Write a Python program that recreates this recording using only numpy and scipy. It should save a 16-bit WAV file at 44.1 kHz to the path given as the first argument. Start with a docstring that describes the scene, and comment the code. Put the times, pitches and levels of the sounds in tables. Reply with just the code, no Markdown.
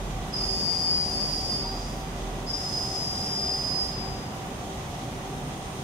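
"""A large machine workshop. From the start, motors hum, a drive whines, and fans and distant machines
fill the room. At 0.3 s a cutting tool bites and chatters: it sticks and slips in a high squeal that hops
between close pitches, throbs with the cutter teeth and hisses as metal peels off. The tool lifts at 1.6 s;
while the squeal rings out in the hall, there is a far tap on metal and one more soft swell of hiss.
A second cut squeals from 2.5 s to 3.9 s and rings out too, leaving the machines running."""
import sys
import numpy as np
from scipy import signal
from scipy.fft import rfft, irfft
from scipy.io import wavfile
from scipy.ndimage import uniform_filter1d

SR = 44100
rng = np.random.default_rng(int(sys.argv[2]) if len(sys.argv) > 2 else 0)


def waveform_to_disk(signal):
    """Save audio, clipped to [-1, 1], as 16-bit WAV at the path in sys.argv[1]."""
    frames = np.transpose(np.atleast_2d(signal))
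    scaled = np.clip(frames, -1, 1) * 32767
    samples = np.round(scaled).astype(np.int16)
    wavfile.write(sys.argv[1], SR, samples)


N = 257103

# The noise of the hall. Each row: frequency in Hz, relative level in dB.
HALL_SPECTRUM = [(15, -40), (30, -8), (50, -7), (152, 0), (349, -8.5), (551, -9.5), (850, -11), (1200, -17),
                 (1530, -22.5), (2500, -24.5), (3430, -23.5), (4400, -30), (6370, -27.5), (8110, -34.5),
                 (11000, -36.5), (15500, -45)]
# How wide it sounds. Each row: frequency in Hz, level of the side noise over the middle noise in dB.
HALL_WIDTH = [(60, -20), (200, -18.5), (380, -9.5), (700, -7.5), (1290, 1.5), (2400, 0.5)]
# Which way it leans. Each row: frequency in Hz, left minus right in dB.
HALL_BALANCE = [(60, -4), (110, -2), (200, -1.0), (380, 0), (700, -3), (1290, -0.5), (2380, -3.5),
                (4400, -2.5), (8120, -2), (15000, 5.5)]
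# Two fans run a little apart in speed, so they beat. Each entry: one fan's blade tone in Hz.
FAN_BLADE_HZ = (384.5, 386.17)
# Each entry, one per harmonic: a time in seconds when the two fans are in step.
FAN_IN_STEP_TIMES = (.47, .22, 0)
# Each row, one per harmonic: level of the first fan in dB, level of the second in dB.
FAN_LEVELS = [(-50.5, -52.5), (-49, -52.5), (-59, -75.5)]
# The motor's hum. Each row: multiple of the motor's rate, level in dB.
MOTOR_HARMONICS = [(1, -53), (12, -56), (24, -70), (40, -69), (42, -75), (48, -77), (54, -74), (60, -76),
                   (96, -72), (120, -76)]
# Steady mains and gear tones. Each row: pitch in Hz, level in dB.
GEAR_TONES = [(120, -51), (286.6, -57), (360, -62), (573.2, -57), (858, -62), (974.5, -62), (1176.6, -62)]
# Low room resonances and narrow ringing bands in the workshop's rumble.
# Each row: pitch in Hz, width in Hz, level in dB.
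RESONANCES = [(61.8, 7.21, -51), (92.814, 10.11, -52), (124.86, 11.9, -51.5), (149.6, 5.877, -50),
              (202.89, 11.013, -49), (247.69, 11.645, -52), (711.22, 16.63, -50), (1965.3, 38.14, -58),
              (4331, 6.14, -78.5), (6386.4, 9.4, -69.5), (6460.6, 7.53, -68)]
# A deep throb that comes and goes. Each row: time in seconds, level in dB.
DEEP_THROB_LEVELS = [(0, -37), (.06, -33.5), (.23, -36.5), (.34, -50.5), (.45, -35), (.73, -51.5),
                     (1.36, -40), (1.54, -44), (1.75, -35), (2.13, -41.5), (2.26, -35), (2.58, -41.5),
                     (2.69, -55.5), (3.9, -48), (4.12, -39.5), (4.22, -53), (5.1, -48.5), (5.83, -48.5)]
# The drive's whine. Each row: time in seconds, level in dB.
WHINE_LEVELS = [(0, -65), (1.25, -62), (1.75, -65), (3.25, -61), (4.25, -64), (5.2, -63), (5.5, -59),
                (5.83, -58)]
# Tones beside the whine. Each row: distance in multiples of the beat rate, relative level in dB.
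WHINE_SIDE_TONES = [(-3, -8.5), (-2, -9.5), (-1, -18.5), (1, -22.5), (2, -26.5), (3, -22.5)]
# A far tap on metal. Each row: start in seconds, pitch in Hz, level in dB, seconds to fade by 60 dB.
FAR_TAPS = [(1.644, 944.3, -33, 0.17)]
# The cutting hiss. Each row: frequency in Hz, relative level in dB.
HISS_SPECTRUM = [(3800, -22.5), (4400, -26.5), (5300, 5.5), (6800, -1), (7600, -8), (9500, -12),
                 (12000, -15.5), (14500, -26.5), (15500, -33.5)]
# Its swell after the first cut. Each row: peak time in seconds, half length in seconds, level in dB.
HISS_SWELLS = [(1.853, 0.11975, -48)]
# Brief tones as the tool bites. Each row: start in seconds, pitch in Hz, left and right levels in dB,
# seconds to fade by 60 dB.
BITE_TONES = [(.33, 4956, -38, -29.5, 1.0), (.4, 5030, -41, -40.5, 0.662), (2.52, 5147, -39, -42, 0.703)]
# The two cuts. Each row: bite and lift times in seconds, spindle rate in Hz, tooth rate in Hz.
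CUT_PASSES = [(.322, 1.57, 40, 233.3), (2.462, 3.86, 29, 215.6)]
# Pitches the chatter locks on to. Each row: start in seconds, pitch in Hz.
CHATTER_PITCHES = [(0, 5001), (.4, 4890), (.54, 4864), (1.03, 4867), (2.3, 5036), (2.68, 5025),
                   (3.07, 4993), (3.23, 5028), (3.39, 4997), (3.78, 4992)]
# Throbbing tones beside the squeal. Each row: distance in multiples of the tooth rate,
# relative level in dB in the first cut, the same in the second.
TOOTH_TONES = [(-2, -7.5, -6), (-1, 3.5, 2.5), (1, 5, 0.5), (2, -16.5, -9.5), (3, -22, -23)]
# Layers that sound with the squeal. Each named row: level in dB in the first cut and in the second,
# how many dB lower it starts, build-up in seconds, slope in dB per second, seconds to fade by 60 dB.
CUT_LAYERS = {"line one turn below": (-39.5, -42, 5, -0.0816, -2, 1.0),
              "line one turn above": (-36.5, -40, 2.5, 0.135, -2.5, 1.0),
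              "rough skirt": (-36, -38, 7, 0.0004, -1.5, 1.2373),
              "tooth throb": (-52, -54.5, 12.5, 0.0734, 4.5, .9),
              "octave": (-53.5, -57, 8, 0.0941, 2.5, 0.2009),
              "cutting hiss": (-40, -40.5, 15, .07, -3.3, 0.75)}
# The squeal, one list per cut. Each row: time in seconds, left and right levels in dB,
# how far the left ear's wave is ahead in radians.
SQUEAL_CURVES = [
    [(.33, -39, -42, 1.033), (.4, -33, -37, 1.8), (.5, -36.5, -25.5, 2.3), (.58, -31, -32, 3.3),
     (.7, -22, -34.5, 2.596), (.8, -27.5, -36, 0.8071), (.91, -22, -26, 3.32), (1.01, -24.5, -29.5, 4.08),
     (1.1, -30, -43, 6.195), (1.16, -31, -32, 8.98), (1.22, -26, -35.5, 8.965),
     (1.35, -39.5, -28.5, 10.829), (1.46, -31, -43.5, 10.422), (1.52, -33.5, -25.5, 7.143),
     (1.6, -33, -33.5, 9.719), (1.69, -38.5, -36, 6.233)],
    [(2.47, -46.5, -47.5, 3.5), (2.5, -36, -32, 3), (2.55, -28, -37, 1.1767), (2.62, -39.5, -43, 0.5416),
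     (2.67, -33, -35, -.8), (2.715, -42, -40, -1), (2.73, -33, -30, 0), (2.82, -34, -29, .5),
     (2.9, -37.5, -38, -0.28), (3.0, -29.5, -35.5, -2), (3.2, -37, -35.5, -4.5), (3.33, -30.5, -32, -4),
     (3.52, -27.5, -31, -5.5), (3.68, -42.5, -27.5, -6), (3.82, -29, -25.5, -9.5), (3.9, -45, -35, -10.5),
     (3.99, -33.5, -41, -15)],
]

TIME = np.arange(N) / SR  # seconds
BIN_HZ = np.fft.rfftfreq(N, 1 / SR)


def undb(db):
    """Turns decibels into a gain."""
    return 10 ** (np.asarray(db) / 20)


def spectrum(table):
    """Reads a table of frequencies and values at every bin, on a log-frequency axis."""
    hz, values = np.transpose(table)
    return np.interp(np.log(BIN_HZ + 1), np.log(hz), values)


def unit(x):
    """Scales each channel to an average power of 1."""
    return x / np.sqrt(np.mean(np.abs(x) ** 2, axis=-1, keepdims=True))


def coloured(gain_db, channels):
    """Unrelated noises with the given gain at each frequency."""
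    return irfft(rfft(rng.standard_normal((channels, N))) * undb(gain_db), N)


def flutter(width_hz):
    """A random wobble for each ear; multiplying a tone by it spreads the tone into a band."""
    step = 16  # samples per random value
    pole = np.exp(-np.pi * width_hz * step / SR)
    shape = (2, N // step + 1)
    noise = rng.standard_normal(shape) + 1j * rng.standard_normal(shape)
    smooth = unit(signal.lfilter([1], [1, -pole], signal.lfilter([1], [1, -pole ** 8], noise)))
    return uniform_filter1d(np.repeat(smooth, step, axis=1), size=step)[:, :N]


def drift(width_hz, depth):
    """Nudges a wave slowly ahead and behind at random, for each ear."""
    return np.exp(1j * depth * flutter(width_hz).real)


def spin(hz):
    """A point circling at this rate; multiplying a tone by it shifts the pitch up by hz."""
    return np.exp(2j * np.pi * np.cumsum(hz * np.ones(N)) / SR)


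def tone(hz):
    """A fixed or moving pitch; its real part is a wave of average power 1."""
    return np.sqrt(2) * spin(hz)


def steady(hz, db, crest_s=0):
    """A pure tone that reaches the right ear slightly before the left."""
    ear_lead_s = np.array([[0], [7e-5]])
    return np.sqrt(2) * undb(db) * np.cos(2 * np.pi * hz * (TIME - crest_s + ear_lead_s))


def ring(start_s, hz, db, fade_s, rise_s=0.0113):
    """A tone that starts quickly and dies away."""
    age = np.clip(TIME - start_s, 0, None)
    return undb(db - 60 * age / fade_s) * np.sin(2 * np.pi * hz * age) * np.minimum(age / rise_s, 1)


def hall(level_db=-35.5):
    """Fans and far machines all around: alike at both ears in the bass, unrelated in the treble."""
    colour_db = spectrum(HALL_SPECTRUM)
    middle = rfft(coloured(colour_db, channels=1)[0])
    side = rfft(coloured(colour_db + spectrum(HALL_WIDTH), channels=1)[0])
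    pan_db = spectrum(HALL_BALANCE) / 2
    ears = np.array([(middle + side) * undb(pan_db), (middle - side) * undb(-pan_db)])
    edges_hz = (0, 180, 700, 3000, 8000, 22050)
    noise = 0
    for low, high in zip(edges_hz, edges_hz[1:]):
        band = irfft(ears * ((BIN_HZ >= low) & (BIN_HZ < high)), N)
        noise += band * undb(0.916 * flutter(8.096)[0].real)  # each band swells on its own
    return undb(level_db) * unit(noise.ravel()).reshape(2, N)


def fans():
    """The blade tones of two fans slide in and out of step, so they slowly beat."""
    return sum(steady(harmonic * hz, db, in_step_s)
               for harmonic, (in_step_s, levels) in enumerate(zip(FAN_IN_STEP_TIMES, FAN_LEVELS), 1)
               for hz, db in zip(FAN_BLADE_HZ, levels))


def motor(rate_hz=59.81):
    """A motor hums at multiples of its rate, along with mains and gear tones."""
    hum = sum(steady(multiple * rate_hz, db, rng.random()) for multiple, db in MOTOR_HARMONICS)
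    return hum + sum(steady(hz, db) for hz, db in GEAR_TONES)


def resonances():
    """Low room resonances and narrow ringing bands; higher ones are less alike at the two ears."""
    rings = 0
    for hz, width_hz, db in RESONANCES:
        wobble, apart = flutter(width_hz), min(hz / 2000, 1)
        ears = wobble[0] + apart * (wobble - wobble[0])
        rings += undb(db) * (tone(hz) * ears).real
    return rings


def deep_throb(hz=42.664):
    """A deep tone comes and goes, a little louder on the right."""
    gain = undb(np.interp(TIME, *np.transpose(DEEP_THROB_LEVELS)))
    wave = tone(hz) * drift(2.208, 0.648)[0]
    return wave.real * gain * undb([[-1], [1]])


def drive_whine(switching_hz=8799.8, beat_hz=57.2):
    """The switching tone of a motor drive, beating at the motor's speed."""
    beats = 1 + sum(undb(db) * spin(beat_hz) ** multiple for multiple, db in WHINE_SIDE_TONES)
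    ear_phase = np.exp(.9j * np.array([[0], [1]]))
    wave = tone(switching_hz) * beats * drift(.7, .35) * ear_phase
    return wave.real * undb(np.interp(TIME, *np.transpose(WHINE_LEVELS)))


def far_tap():
    """Metal is tapped far away and rings briefly."""
    return sum(ring(*tap) for tap in FAR_TAPS)


def cutting_hiss():
    """The hiss of metal peeling off."""
    return unit(coloured(spectrum(HISS_SPECTRUM), channels=2))


def hiss_swell():
    """The hiss rises and falls softly once more after the first cut."""
    gain = sum(undb(db) * np.exp(-.5 * ((TIME - peak_s) / half_s) ** 2)
               for peak_s, half_s, db in HISS_SWELLS)
    return gain * cutting_hiss()


def bite_rings():
    """As the tool bites, pitches near the squeal sound briefly and ring out."""
    return sum(ring(start_s, hz, np.array([[left], [right]]), fade_s)
               for start_s, hz, left, right, fade_s in BITE_TONES)


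def layer_gain(which, first_db, second_db, lower_db, build_s, slope, fade_s):
    """One layer of a cut builds up after the bite, leans up or down, and rings out after the lift."""
    bite_s, lift_s = CUT_PASSES[which][:2]
    age = np.clip(TIME - bite_s, 0, lift_s - bite_s)
    cutting_db = (first_db, second_db)[which] - lower_db * np.exp(-age / build_s) + slope * age
    return undb(cutting_db - 60 * np.clip(TIME - lift_s, 0, None) / fade_s)


def tooth_throb(which, tooth_hz):
    """The cutter teeth make the squeal throb, adding unsteady tones on both sides of it."""
    return sum(undb(levels[which]) * spin(tooth_hz) ** multiple
               * (0.7829 * drift(2.138, 1.3677) + 0.407 * flutter(10.6))
               for multiple, *levels in TOOTH_TONES)


def overtones(hz):
    """Sticking and slipping is no pure wave: it adds blurred tones at two and three times the pitch."""
    double = tone(2 * hz) * (0.499 * drift(5.22, 0.629) + 0.8312 * flutter(135.3))
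    triple = undb(-17.5) * tone(3 * hz) * (.4 + flutter(150))
    return double + triple


def squeal(which, chatter, fade_s=1.02):
    """The squeal wanders between the ears as direct sound and echoes trade places, then rings out."""
    times, left_db, right_db, lead = np.transpose(SQUEAL_CURVES[which])
    fade_db = 60 * np.clip(TIME - times[-1], 0, None) / fade_s
    gains = undb([np.interp(TIME, times, db) - fade_db for db in (left_db, right_db)])
    ear_phase = np.exp(.5j * np.interp(TIME, times, lead) * np.array([[1], [-1]]))
    return chatter * drift(3, .7)[0] * ear_phase * gains


def cut(which, rise_s=0.01634, rough_shift_hz=30.14):
    """One pass of the tool (0 or 1): it sticks and slips, hopping between close pitches."""
    bite_s, _, spindle_hz, tooth_hz = CUT_PASSES[which]
    below, above, rough, teeth, upper, hiss = (layer_gain(which, *row) for row in CUT_LAYERS.values())
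    starts, pitches = np.transpose(CHATTER_PITCHES)
    held_hz = pitches[np.searchsorted(starts, TIME, side="right") - 1]
    hz = uniform_filter1d(held_hz, size=400)  # each hop becomes a quick slide
    chatter = tone(hz)
    main = squeal(which, chatter)
    throb = teeth * tooth_throb(which, tooth_hz)
    turn = spin(spindle_hz)  # the turning spindle adds a tone below the squeal and one above
    neighbours = below * flutter(10) / turn + above * flutter(10) * turn
    rough_band = rough * flutter(125.45) * spin(rough_shift_hz)
    tones = main + chatter * (throb + neighbours + rough_band) + upper * overtones(hz)
    onset = np.clip((TIME - bite_s) / rise_s, 0, 1)
    return onset * (tones.real + hiss * cutting_hiss())


def scene():
    """Both cuts and the workshop around them, in stereo."""
    cuts = cut(0) + cut(1)
    background = fans() + motor() + resonances() + deep_throb() + drive_whine() + hall()
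    return background + far_tap() + hiss_swell() + bite_rings() + cuts


def record(dry):
    """Takes away the highest treble with a steep filter."""
    top_hz = 15740
    lowpass = signal.ellip(14, .2, 60, top_hz, fs=SR, output="sos")
    return signal.sosfilt(lowpass, dry)


dry = scene()
out = record(dry)
waveform_to_disk(out)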